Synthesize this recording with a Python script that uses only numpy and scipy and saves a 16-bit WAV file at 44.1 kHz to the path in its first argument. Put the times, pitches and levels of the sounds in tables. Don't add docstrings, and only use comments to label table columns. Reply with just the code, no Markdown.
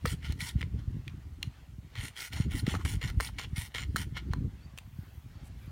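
import sys
import numpy as np
from scipy import signal
from scipy.fft import rfft, irfft, next_fast_len
from scipy.io import wavfile
from scipy.ndimage import uniform_filter1d, map_coordinates

SR = 44100
rng = np.random.default_rng(int(sys.argv[2]) if len(sys.argv) > 2 else 0)


def bounce(signal):
    frames = np.transpose(np.atleast_2d(signal))
    limited = np.clip(frames, -1, 1)
    pcm = np.round(limited * 32767).astype(np.int16)
    wavfile.write(sys.argv[1], SR, pcm)


N = 251811


def amp(db):
    return 10 ** (np.asarray(db) / 20)


def unit(x):
    return x / np.sqrt(np.mean(x ** 2) + 1e-20)


def curves(rows):
    times, *columns = np.transpose(rows)
    return [np.interp(np.arange(N) / SR, times, column) for column in columns]


def wobble(rate):
    knots = rng.standard_normal(int(N * rate / SR) + 4)
    return map_coordinates(knots, [np.arange(N) * rate / SR])


def filtered(x, response):
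    size = next_fast_len(len(x) + 8192)
    return irfft(rfft(x, size) * response(np.fft.rfftfreq(size, 1 / SR)), size)[:len(x)]


def coloured(x, spectrum):
    hz, db = np.transpose(spectrum)
    return unit(filtered(x, lambda f: amp(np.interp(np.log(f + 1), np.log(hz), db))))


def ring(x, modes):
    def response(f):
        return sum(amp(db) * 1j * f * width / (centre * centre - f * f + 1j * f * width)
                   for centre, width, db in modes)
    return filtered(x, response)


def bandpass(x, low_hz, high_hz):
    return signal.sosfilt(signal.butter(3, [low_hz, high_hz], "band", fs=SR, output="sos"), x)


def add(track, start_s, sound):
    part = track[max(round(start_s * SR), 0):][:len(sound)]
    part += sound[:len(part)]


def patchy(x, depth_db, span_hz, span_s):
    bins = signal.stft(x, nperseg=512)[2]
    field = rng.standard_normal(bins.shape)
    for _ in range(2):
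        field = uniform_filter1d(field, max(round(span_hz * 512 / SR), 1), axis=0)
        field = uniform_filter1d(field, max(round(span_s * SR / 256), 1), axis=1)
    return unit(signal.istft(bins * amp(depth_db * unit(field)), nperseg=512)[1][:N])


# (frequency [Hz], relative level [dB])
MURMUR_SPECTRUM = [(210, -10.5), (350, -10.5), (415, -11), (820, -10), (1080, -11.5), (1170, -10.5),
                   (1950, -12.5), (4560, -18.5), (8000, -32.5), (10400, -52), (17600, -120)]
# (frequency [Hz], relative level [dB])
AIR_SPECTRUM = [(3500, -40), (6000, 6.5), (9500, 3), (11000, 2.5), (15000, 3), (16000, 0.5)]


def background(murmur_db, air_db):
    murmur = patchy(coloured(rng.standard_normal(N), MURMUR_SPECTRUM), depth_db=2.5, span_hz=200, span_s=0.041)
    air = coloured(rng.standard_normal(N), AIR_SPECTRUM)
    return amp(murmur_db + 1.8 * wobble(6.3)) * murmur + amp(air_db) * air


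def bird(start_s, length_s, low_hz, high_hz, db):
    out = np.zeros(N)
    u = np.linspace(0, 1, int(length_s * SR))
    glide_hz = low_hz + (high_hz - low_hz) * np.sin(2 * u)
    hz = glide_hz * (1 + 0.011 * wobble(350)[:len(u)])
    swell = np.sin(np.pi * u) ** .5
    add(out, start_s, amp(db) * swell * np.sin(2 * np.pi * np.cumsum(hz) / SR))
    return out * amp(4.3 * wobble(90))


# (start [s], length [s], centre [Hz], level before the trim [dB])
RUSTLES = [(1.404, 0.053, 980, -62.5), (2.732, 0.04, 855, -45.5), (2.766, 0.074, 1217, -54),
           (3.282, 0.02, 1010, -53.5), (4.748, 0.64, 15000, -71.5), (5.426, 0.076, 9060, -68),
           (5.54, 0.25, 11920, -73)]


def rustles(trim_db, grain_db):
    out = np.zeros(N)
    grains = unit(rng.standard_normal(N) * amp(grain_db * wobble(400)))
    for start, length, hz, db in RUSTLES:
        rub = grains[round(start * SR):][:round(length * SR)]
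        resonance = [(hz, hz * .8, 0)]
        swell = np.sin(np.linspace(0, np.pi, len(rub)))
        add(out, start, amp(db + trim_db) * swell * unit(ring(ring(rub, resonance), resonance)))
    return out


EDDIES_PER_S, EDDY_DB, EDDY_SCATTER_DB = 13, 6, 2.5
EDDY_HZ, EDDY_SPREAD = 91.9, 0.32


def lesser_eddies(pressure_db):
    rows = []
    for k, (place, size, pitch) in enumerate(rng.uniform(-1, 1, (int(EDDIES_PER_S * N / SR), 3))):
        start = (k + .5 + place / 2) / EDDIES_PER_S
        db = pressure_db[min(int(start * SR), N - 1)] + EDDY_DB + EDDY_SCATTER_DB * size
        rows.append((start, db, EDDY_HZ * np.exp(EDDY_SPREAD * pitch)))
    return rows


# (time [s], level [dB])
WIND_PRESSURE = [(0, -55), (.07, -23), (.21, -46), (.31, -31), (.48, -45), (.57, -31.5), (.95, -38),
                 (1.06, -42), (1.5, -46), (1.62, -53.5), (1.8, -42), (1.93, -51.5), (2.01, -36.5),
                 (2.22, -58), (2.37, -36), (3.08, -31.5), (3.3, -45), (3.58, -38.5), (3.72, -49.5),
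                 (3.87, -35), (4.17, -39.5), (4.36, -32), (4.6, -46), (5.2, -48.5), (5.5, -44.5),
                 (5.71, -45)]
# (time [s], level before the trim [dB], nominal pitch [Hz])
EDDIES = [(0.044, -20.5, 117), (0.296, -22, 79), (0.423, -28, 100), (0.555, -17.5, 87.5),
          (0.741, -25.5, 102), (0.875, -21, 73.5), (0.966, -27.5, 124), (1.472, -31, 103),
          (1.783, -33, 100.9), (1.988, -28, 68), (2.4, -16, 112), (2.483, -20.5, 80), (2.638, -24, 109.1),
          (2.678, -17, 166.4), (2.966, -23, 82), (3.17, -17, 63.3), (3.528, -24.5, 91), (3.579, -23, 75.55),
          (3.945, -25, 129.9), (4.302, -22.5, 70), (4.383, -23, 98.7), (4.44, -25.5, 82),
          (4.987, -28.5, 100.6)]
# (frequency [Hz], relative level [dB])
RUMBLE_SPECTRUM = [(15, -48), (30, -18), (50, -1.5), (70, 1.5), (120, -6), (200, -20), (300, -36.5),
                   (420, -58), (650, -77), (1200, -99)]
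# (frequency [Hz], relative level [dB])
FLUTTER_SPECTRUM = [(40, -12), (110, -1), (170, -3), (280, -5), (400, -16.5), (600, -37), (1200, -94)]


def wind(trim_db, ceiling_db, flutter_db, lumps_db, eddy_trim_db, cycles, low_cut_hz):
    pressure_db, = curves(WIND_PRESSURE)
    pressure_db = np.minimum(pressure_db, ceiling_db) + lumps_db * np.clip(wobble(38), -1.5, 1)
    flow = coloured(rng.standard_normal(N), RUMBLE_SPECTRUM)
    flow = flow / np.sqrt(uniform_filter1d(flow ** 2, SR // 25) + 0.045)
    out = amp(pressure_db + trim_db) * flow
    spurts_db = 5.16 * np.clip(wobble(70), -2, 1.5)
    flutter = coloured(rng.standard_normal(N), FLUTTER_SPECTRUM)
    out += amp(1.249 * pressure_db + flutter_db + spurts_db) * flutter
    t = np.arange(SR // 10) / SR
    for start, db, hz in EDDIES + lesser_eddies(pressure_db):
        age = t * hz / cycles
        turns = hz * t * 0.64 + 0.87 * (1 - np.exp(-age))
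        thump = (age * np.exp(1 - age)) ** 2 * np.sin(2 * np.pi * turns)
        add(out, start, amp(db + eddy_trim_db) * thump)
    return filtered(out, lambda hz: 1 / np.sqrt(1 + (low_cut_hz / (hz + 1)) ** 6))


def surroundings(x, t60):
    t = np.arange(SR // 3) / SR
    tail = rng.standard_normal(len(t)) * amp(-60 * t / t60) * (t > .003)
    return signal.fftconvolve(x, tail / np.linalg.norm(tail))[:N]


# (start [s], length [s], start pitch [Hz], end pitch [Hz], level before the trim [dB])
SQUEAKS = [(0.068, 0.018, 5100, 3560, -40.5), (0.41, 0.0098, 2940, 4950, -36.5),
           (0.488, 0.013, 2890, 4080, -41), (2.2, 0.0089, 3220, 6000, -38.5),
           (2.591, 0.01, 4302, 4600, -38), (3.247, 0.0048, 4750, 5350, -36),
           (3.27, 0.0085, 2520, 4550, -38)]


def squeaks(trim_db, waver):
    out = np.zeros(N)
    unsteady = 1 + waver * wobble(2500)
    for start, length, start_hz, end_hz, db in SQUEAKS:
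        u = np.linspace(0, 1, int(length * SR))
        hz = (start_hz + (end_hz - start_hz) * u) * unsteady[round(start * SR):][:len(u)]
        phase = 2 * np.pi * np.cumsum(hz) / SR
        tone = np.sin(phase) + 0.22 * np.sin(2 * phase)
        add(out, start, amp(db + trim_db) * np.sin(np.pi * u) * tone)
    return out


# (start [s], end [s], rasp [dB], hiss [dB], growth of the hiss [dB], attack [s],
#  first snag re rasp [dB], chatter depth [dB]), rasp and hiss before their trims
PULLS = [(0.227, .326, -48, -60, -3, .028, -6, 0), (1.952, 2.084, -46, -55, 11, .003, 16.5, 2.5),
         (2.323, 2.447, -45.5, -54.5, -5, 0.023, 5, -0.5), (2.664, 2.765, -43, -52, -1, 0.0042, 21.5, 1),
         (3.013, 3.1, -42.5, -54, 1, 0.0032, 14, 4), (3.382, 3.449, -41, -55, -6, .004, 11, 2),
         (3.744, 3.835, -42, -53, -5, 0.0051, 17, 3.5), (4.158, 4.19, -40, -60.5, -3, .028, -2, 1.5)]
SNAGS_PER_S, SNAG_DB, SNAG_SCATTER_DB = 22, 7.5, 1
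SNAG_HZ, SNAG_KNOCK_DB, SNAG_TICK_DB = 2160, -12.5, -18


def snags():
    rows = []
    for start, end, rasp_db, *_, first_db, _ in PULLS:
        chance, scatter = rng.random((8, 2)), rng.standard_normal((8, 2))
        rows.append((start + 0.0022, rasp_db + first_db, SNAG_HZ, SNAG_KNOCK_DB, SNAG_TICK_DB))
        for (place, luck), (size, pitch) in zip(chance, scatter):
            if luck < SNAGS_PER_S * (end - start) / len(chance):
                time = start + place * (end - start)
                db = rasp_db + SNAG_DB + SNAG_SCATTER_DB * size
                rows.append((time, db, SNAG_HZ * np.exp(.1 * pitch), SNAG_KNOCK_DB, SNAG_TICK_DB))
    return rows


# (time [s], snap level [dB], snap pitch [Hz], knock of the pipe re snap [dB], tick of the blade re snap [dB])
CATCHES = [(0.0541, -29.5, 2730, 8, -10), (0.0576, -25.5, 2030, -1.5, 0), (0.3222, -37, 1840, -13, 1),
           (0.405, -23.5, 2200, -30, -12), (0.609, -27.5, 1900, -17, -19),
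           (0.6142, -26.5, 2920, -14, -15.5), (0.627, -24, 2130, -12.5, -27),
           (1.0785, -25.5, 2390, -29, -21), (1.4279, -19, 2780, -52, -12.5), (2.3326, -28, 2000, -31, -12),
           (2.74, -38.5, 1750, 10.5, -17), (2.7504, -31.5, 2090, 3, -11), (2.8506, -26, 2163, -8, -18),
           (2.8583, -30, 2245, -4, -15), (3.2007, -24, 1771, 2.5, -14), (3.2058, -21, 2202, -5, -3.5),
           (3.3943, -33, 2270, -3, -24), (3.782, -24.5, 2200, -16, -30), (3.7954, -29, 2260, -21, -25),
           (3.9598, -21.5, 1786, 0.5, -11), (3.965, -22, 2058, -10, -2.5), (4.1693, -31.5, 1805, -6, -19),
           (4.3341, -26.5, 1827, 1, -10.5), (4.7758, -33.5, 3120, -10.5, -5),
           (4.7851, -28, 2800, -20, -7.5)]
# (frequency [Hz], width [Hz], level [dB])
SNAP_MODES = [(2140, 100, -36.5), (3140, 790, -7.5), (4050, 150, -7.5)]
# (frequency [Hz], width [Hz], level [dB])
KNOCK_MODES = [(484, 230, -4), (814, 640, -1.5), (1110, 190, 3.5), (1297, 100, 7), (1770, 200, -9)]
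# (frequency [Hz], width [Hz], level [dB])
BLADE_MODES = [(5800, 1500, -14), (6300, 2900, 2), (8960, 660, 4), (11630, 570, -7), (15400, 4500, -3.5)]
# (frequency [Hz], width [Hz], level [dB])
BORE_MODES = [(485, 34, 5), (998, 13, 0.5)]


def catches(crunch_s, grit, snap_width_hz, snap_trim_db, knock_trim_db, tick_trim_db, bore_db):
    out = np.zeros(N)
    t = np.arange(SR // 8) / SR
    jolt = signal.unit_impulse(len(t), round(crunch_s * SR))
    for start, db, snap_hz, knock_db, tick_db in CATCHES + snags():
        crunch = rng.standard_normal(len(t)) * t / crunch_s * np.exp(-t / crunch_s)
        crack = grit * crunch + jolt
        snap = bandpass(ring(crack, SNAP_MODES + [(snap_hz, snap_width_hz, 0)]), 1730, 4280)
        body = bandpass(ring(crack, KNOCK_MODES) + amp(bore_db) * ring(crack, BORE_MODES), 290, 2180)
        steel = bandpass(ring(crunch, BLADE_MODES), 2400, SR * .45)
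        parts = ((snap, snap_trim_db), (body, knock_db + knock_trim_db), (steel, tick_db + tick_trim_db))
        for part, level_db in parts:
            add(out, start, amp(db + level_db) * part / np.abs(part).max())
    return out


BRUSH_DB = -15
BRUSH_DB_PER_S, RELEASE_DB_PER_S = 270, 750
SLIDE_DB, SLIDE_DB_PER_S = -21, 70
EASE_DB, ARCH_DB = 4.5, 4


def stroke(start, end, rasp_db, hiss_db, growth_db=0, attack_s=.025):
    t = np.arange(N) / SR
    before, after = np.maximum(start - t, 0), np.maximum(t - end, 0)
    travel = np.clip((t - start) / (end - start), 0, 1) - .5
    brush_db = BRUSH_DB * np.clip(.5 - (t - start) / attack_s, 0, 1)
    bite_db = brush_db - BRUSH_DB_PER_S * before - RELEASE_DB_PER_S * after
    contact_db = np.maximum(bite_db, SLIDE_DB - SLIDE_DB_PER_S * (before + after))
    rasp = bite_db + rasp_db - EASE_DB * travel
    hiss = contact_db + hiss_db + growth_db * travel - ARCH_DB * (2 * travel) ** 2
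    return np.array([rasp, hiss])


# (start [s], end [s], rasp of the pipe [dB], hiss of the blade [dB], growth of the hiss [dB],
#  attack [s], blade's own note re hiss [dB])
PUSHES = [(0.051, 0.137, -46.5, -49, -3, 0.011, -3), (.395, 0.508, -48, -47, -4, .016, -9.5),
          (2.159, 2.275, -46, -48, 4, .014, -9), (2.504, 2.605, -47, -50.5, 11, .012, 1),
          (2.848, 2.953, -47, -48, -3, .004, -2), (3.199, 3.287, -44.5, -47.5, -5, .004, -1),
          (3.559, 3.668, -47, -48.5, -3, .005, -3), (3.959, 4.034, -44.5, -48, -4, .005, -1)]
# (start [s], end [s], rasp [dB], hiss [dB]), before the trims
NUDGES = [(0.567, .642, -56, -68), (.783, .797, -53.5, -69), (1.05, 1.097, -60, -77),
          (1.412, 1.472, -61, -70), (2.78, 2.835, -55, -63), (4.315, 4.347, -52.5, -70)]
REST_RASP_DB, REST_HISS_DB = -71.5, -84
HAND_DB, HAND_PER_S = 1.15, 55


def arm(push_chatter_db):
    moves = [(stroke(*shape), note_db, 0, push_chatter_db) for *shape, note_db in PUSHES]
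    moves += [(stroke(*shape), 0, 1, depth_db) for *shape, _, depth_db in PULLS]
    moves += [(stroke(*shape), 0, 1, 0) for shape in NUDGES]
    levels, *settings = map(np.array, zip(*moves))
    rasp_db, hiss_db = levels.max(axis=0) + HAND_DB * wobble(HAND_PER_S)
    current = levels[:, 0].argmax(axis=0)
    held = [uniform_filter1d(1. * setting[current], SR // 100) for setting in settings]
    return np.maximum(rasp_db, REST_RASP_DB), np.maximum(hiss_db, REST_HISS_DB), *held


def teeth(speed, tooth_hz, scatter_db, bite_s, scrape):
    passed = np.cumsum(tooth_hz * speed * np.exp(.2 * wobble(300))) / SR
    sizes = amp(scatter_db * np.clip(rng.standard_normal(N), -2, 2))
    bites = np.diff(np.floor(passed), prepend=0) * sizes
    tearing = signal.lfilter([1], [1, -np.exp(-1 / (bite_s * SR))], bites)
    return unit((unit(tearing) + scrape) * rng.standard_normal(N))


def chatter(depth_db, slip_hz, unevenness):
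    cycle = np.cumsum(slip_hz * np.exp(unevenness * wobble(90))) / SR % 1
    gain = amp(depth_db * (unit(.5 - cycle) + .55 * wobble(130)))
    return gain / np.sqrt(uniform_filter1d(gain ** 2, SR // 40))


# (frequency [Hz], width [Hz], level [dB])
PIPE_MODES = [(948, 206, -3.5), (1445, 87, 1), (1945, 290, 2), (2146, 107, 0), (2780, 280, -9.5),
              (3000, 450, -5.5), (4140, 160, -10), (5440, 1110, -5)]
# (frequency [Hz], width [Hz], level [dB])
BLADE_NOTE = [(9400, 400, 0)]
# (frequency [Hz], relative level [dB])
PUSH_HISS = [(2650, -26), (4500, -5), (5680, -1), (6250, -5), (6880, -2), (9260, -1.5), (10400, -5),
             (11800, -6.5), (12900, -10), (15000, -2.5), (16000, -11.5)]
# (frequency [Hz], relative level [dB])
PULL_HISS = [(2650, -31), (4500, -1.5), (4600, -28), (5560, -4.5), (6220, -6), (7030, 1.5), (7690, -9),
             (9070, -1), (10500, -11.5), (11800, -8), (12900, -16), (15100, -9), (16000, -21)]


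def sawing():
    rasp_db, hiss_db, note_db, pulling, depth_db = arm(push_chatter_db=1.16)
    speed = np.clip(amp(.3 * (hiss_db - hiss_db.max())), .2, 1)
    bites = teeth(speed, tooth_hz=1000, scatter_db=3.5, bite_s=.0004, scrape=.5)
    force = bites * chatter(depth_db, slip_hz=132.3, unevenness=0.19)
    drive = coloured(force, [(200, 8.5), (600, -2.5), (4000, 4.0), (6500, -14.0), (12000, -26)])
    rasp = ring(drive, PIPE_MODES) + amp(-15.5) * ring(drive, BORE_MODES)
    rasp = patchy(rasp, depth_db=2.5, span_hz=200, span_s=0.068)
    rub = force + 0.58 * rng.standard_normal(N)
    note = unit(ring(rub, BLADE_NOTE))
    push = unit(coloured(rub, PUSH_HISS) + amp(note_db - 3.0) * note)
    hiss = (1 - pulling) * push + pulling * coloured(rub, PULL_HISS)
    hiss = patchy(hiss, depth_db=3.0, span_hz=400, span_s=.05)
    return amp(rasp_db - 2.5) * rasp + amp(hiss_db - 1) * hiss


def scene():
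    outdoors = background(murmur_db=-65.5, air_db=-74.5)
    outdoors += bird(start_s=4.605, length_s=0.06, low_hz=4150, high_hz=4680, db=-66)
    outdoors += rustles(trim_db=2, grain_db=3.5)
    gusts = wind(trim_db=-3.0, ceiling_db=-34, flutter_db=-5, lumps_db=4.5,
                 eddy_trim_db=0.0, cycles=0.57, low_cut_hz=31)
    saw = squeaks(trim_db=1, waver=0.1)
    saw += catches(crunch_s=0.000985, grit=0.43, snap_width_hz=330,
                   snap_trim_db=-4.0, knock_trim_db=2, tick_trim_db=-0.5, bore_db=0.5)
    saw += sawing()
    return (saw + amp(-17.0) * surroundings(saw, t60=0.21) + outdoors + gusts)[None]


TOP_HZ = 16100


def record(dry):
    return np.array([filtered(x, lambda hz: hz < TOP_HZ) for x in dry])


dry = scene()
out = record(dry)
bounce(out)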